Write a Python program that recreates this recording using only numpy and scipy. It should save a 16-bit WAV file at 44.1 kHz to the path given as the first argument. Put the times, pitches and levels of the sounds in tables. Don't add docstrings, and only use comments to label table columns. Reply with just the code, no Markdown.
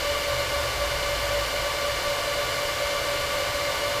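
import sys
import numpy as np
from scipy import signal
from scipy.fft import rfft, irfft
from scipy.io import wavfile
from scipy.ndimage import uniform_filter1d

SR = 44100
rng = np.random.default_rng(int(sys.argv[2]) if len(sys.argv) > 2 else 0)


def dump_mix(stems):
    frames = np.atleast_2d(stems).T
    limited = np.clip(frames, -1, 1)
    pcm = np.round(limited * 32767).astype(np.int16)
    wavfile.write(sys.argv[1], SR, pcm)


N = 176400

BLADE_PITCHES = [574.9, 578.88, 584.36, 528.12, 604.72]
BLADE_LEVELS = [(-34.3, -45.5, -52, -50, -50.5, -60, -62, -69),
                (-38.3, -41.3, -51.5, -45, -60, -70, -51.5, -51.5),
                (-43.3, -43.7, -54, -51, -46.5, -51.5, -67, -63),
                (-43.5, -47.5, -58, -41.8, -56, -61, -70, -54), (-66, -51, -65, -52.5, -60, -50, -57, -70)]
# f/Hz, level/dB
MOTOR_WHINES = [(568, -49.5), (910, -50), (1820, -56), (2350, -59), (2728, -60), (2849, -59), (3667, -55.5),
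                (4129, -58), (4146, -58), (6367, -67), (7012, -64), (7436, -67), (7527, -68), (10130, -66)]
# f/Hz, level/dB per Hz
AIR_SPECTRUM = [(150, -65), (162, -71), (182, -75), (192, -79), (214, -80), (250, -73.5), (293, -66.8),
                (360, -68.5), (380, -74), (405, -65), (425, -66), (452, -62.3), (480, -66), (511, -59.5),
                (545, -60.5), (576, -56), (610, -61.5), (635, -61), (660, -64.5), (690, -62), (770, -66.5),
                (830, -66.5), (858, -70.5), (911, -63), (985, -65.5), (1040, -64), (1075, -65.5),
                (1141, -61.5), (1217, -66.5), (1275, -65.5), (1350, -72), (1410, -63.5), (1480, -60.5),
                (1574, -68), (1733, -65.5), (1849, -68.3), (2102, -65.5), (2315, -67), (2391, -71),
                (2633, -71.5), (2880, -65), (3050, -66), (3298, -70.8), (3518, -69.5), (3874, -72),
                (4150, -68), (4400, -70.3), (4650, -68.3), (5000, -71.5), (6700, -77), (7100, -75.5),
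                (8400, -80.5), (11200, -83), (12735, -82.5), (15200, -88)]
# start t/s, end t/s, first f/Hz, last f/Hz, level/dB
DRONE_NOTES = [(-0.054, 1.05, 71.2, 69, -41.5), (.3, 0.8, 120, 112, -46), (0.72, 1.62, 54.8, 54.2, -38.5),
               (1.1, 1.45, 95, 108, -43), (.9, 1.2, 27.4, 27, -45)]
# f/Hz, level/dB
MAINS_PARTIALS = [(60, -57), (120, -56.5), (180, -61)]
# f/Hz, level/dB per Hz
RUMBLE_SPECTRUM = [(12, -71), (25, -61.5), (42, -65.5), (58, -59), (78, -62), (115, -63.5), (145, -70),
                   (175, -92)]

IN_STEP_S = 2.12
WANDER_HZ, WANDER_PER_S, FLUTTER_PER_S = .05, 3, 25
SWELL_DB, SWELL_PER_S, RUMBLE_DB = .04, 5.19, .5
DRONE_FADE_S, TOP_HZ = .12, 15350


def fans(t):
    out = np.zeros(N)
    for fan, (hz, levels) in enumerate(zip(BLADE_PITCHES, BLADE_LEVELS)):
        drift = np.cumsum(WANDER_HZ * walk(WANDER_PER_S)) / SR
        cycles = hz * (t - IN_STEP_S) + drift - np.interp(IN_STEP_S, t, drift)
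        if fan >= 2:
            cycles += rng.random()
        for harmonic, db in enumerate(levels, 1):
            offset = (harmonic > 1) * rng.random()
            out += tone(harmonic * cycles + offset, db, flutter=.06)
    return out


def airflow():
    return noise(AIR_SPECTRUM) * undb(-SWELL_DB * walk(SWELL_PER_S))


def whines(t):
    out = np.zeros(N)
    for hz, db in MOTOR_WHINES:
        drift_s = np.cumsum(.0002 * walk(WANDER_PER_S)) / SR
        out += tone(hz * (t + drift_s) + rng.random(), db, flutter=.25)
    return out


def drones(t):
    out = np.zeros(N)
    for start, end, first_hz, last_hz, db in DRONE_NOTES:
        fade = np.clip(np.minimum(t - start, end - t) / DRONE_FADE_S + .5, 0, 1)
        hz = np.interp(t, [start, end], [first_hz, last_hz])
        out += fade * tone(np.cumsum(hz) / SR + rng.random(), db, flutter=.12)
    return out


def hum(t):
    return sum(tone(hz * t + rng.random(), db, flutter=.05) for hz, db in MAINS_PARTIALS)


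def room_rumble():
    return noise(RUMBLE_SPECTRUM) * undb(RUMBLE_DB)


def tone(cycles, db, flutter):
    shake = 1 + flutter * (walk(FLUTTER_PER_S) + 1j * walk(FLUTTER_PER_S))
    return np.sqrt(2) * undb(db) * np.real(shake * np.exp(2j * np.pi * cycles))


def noise(spectrum):
    hz, db = np.array(spectrum, float).T
    f = np.maximum(np.arange(N // 2 + 1) * SR / N, 1)
    curve = undb(np.interp(np.log(f), np.log(hz), db))
    low_cut = 1 / np.sqrt(1 + (hz.min() / f) ** 20)
    return irfft(rfft(rng.standard_normal(N)) * curve * low_cut, N) * np.sqrt(SR / 2)


def walk(rate):
    hold = max(int(SR / rate), 2)
    steps = np.repeat(rng.standard_normal(N // hold + 2), hold)
    return 1.3 * uniform_filter1d(uniform_filter1d(steps, hold), hold)[:N]


def undb(db):
    return 10 ** (np.asarray(db) / 20)


def scene():
    t = np.arange(N) / SR
    mono = fans(t) + whines(t) + airflow() + room_rumble() + hum(t) + drones(t)
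    return np.array([mono, mono])


def record(dry):
    high_cut = signal.ellip(12, .1, 80, TOP_HZ, fs=SR, output="sos")
    return signal.sosfilt(high_cut, dry)


dry = scene()
out = record(dry)
dump_mix(out)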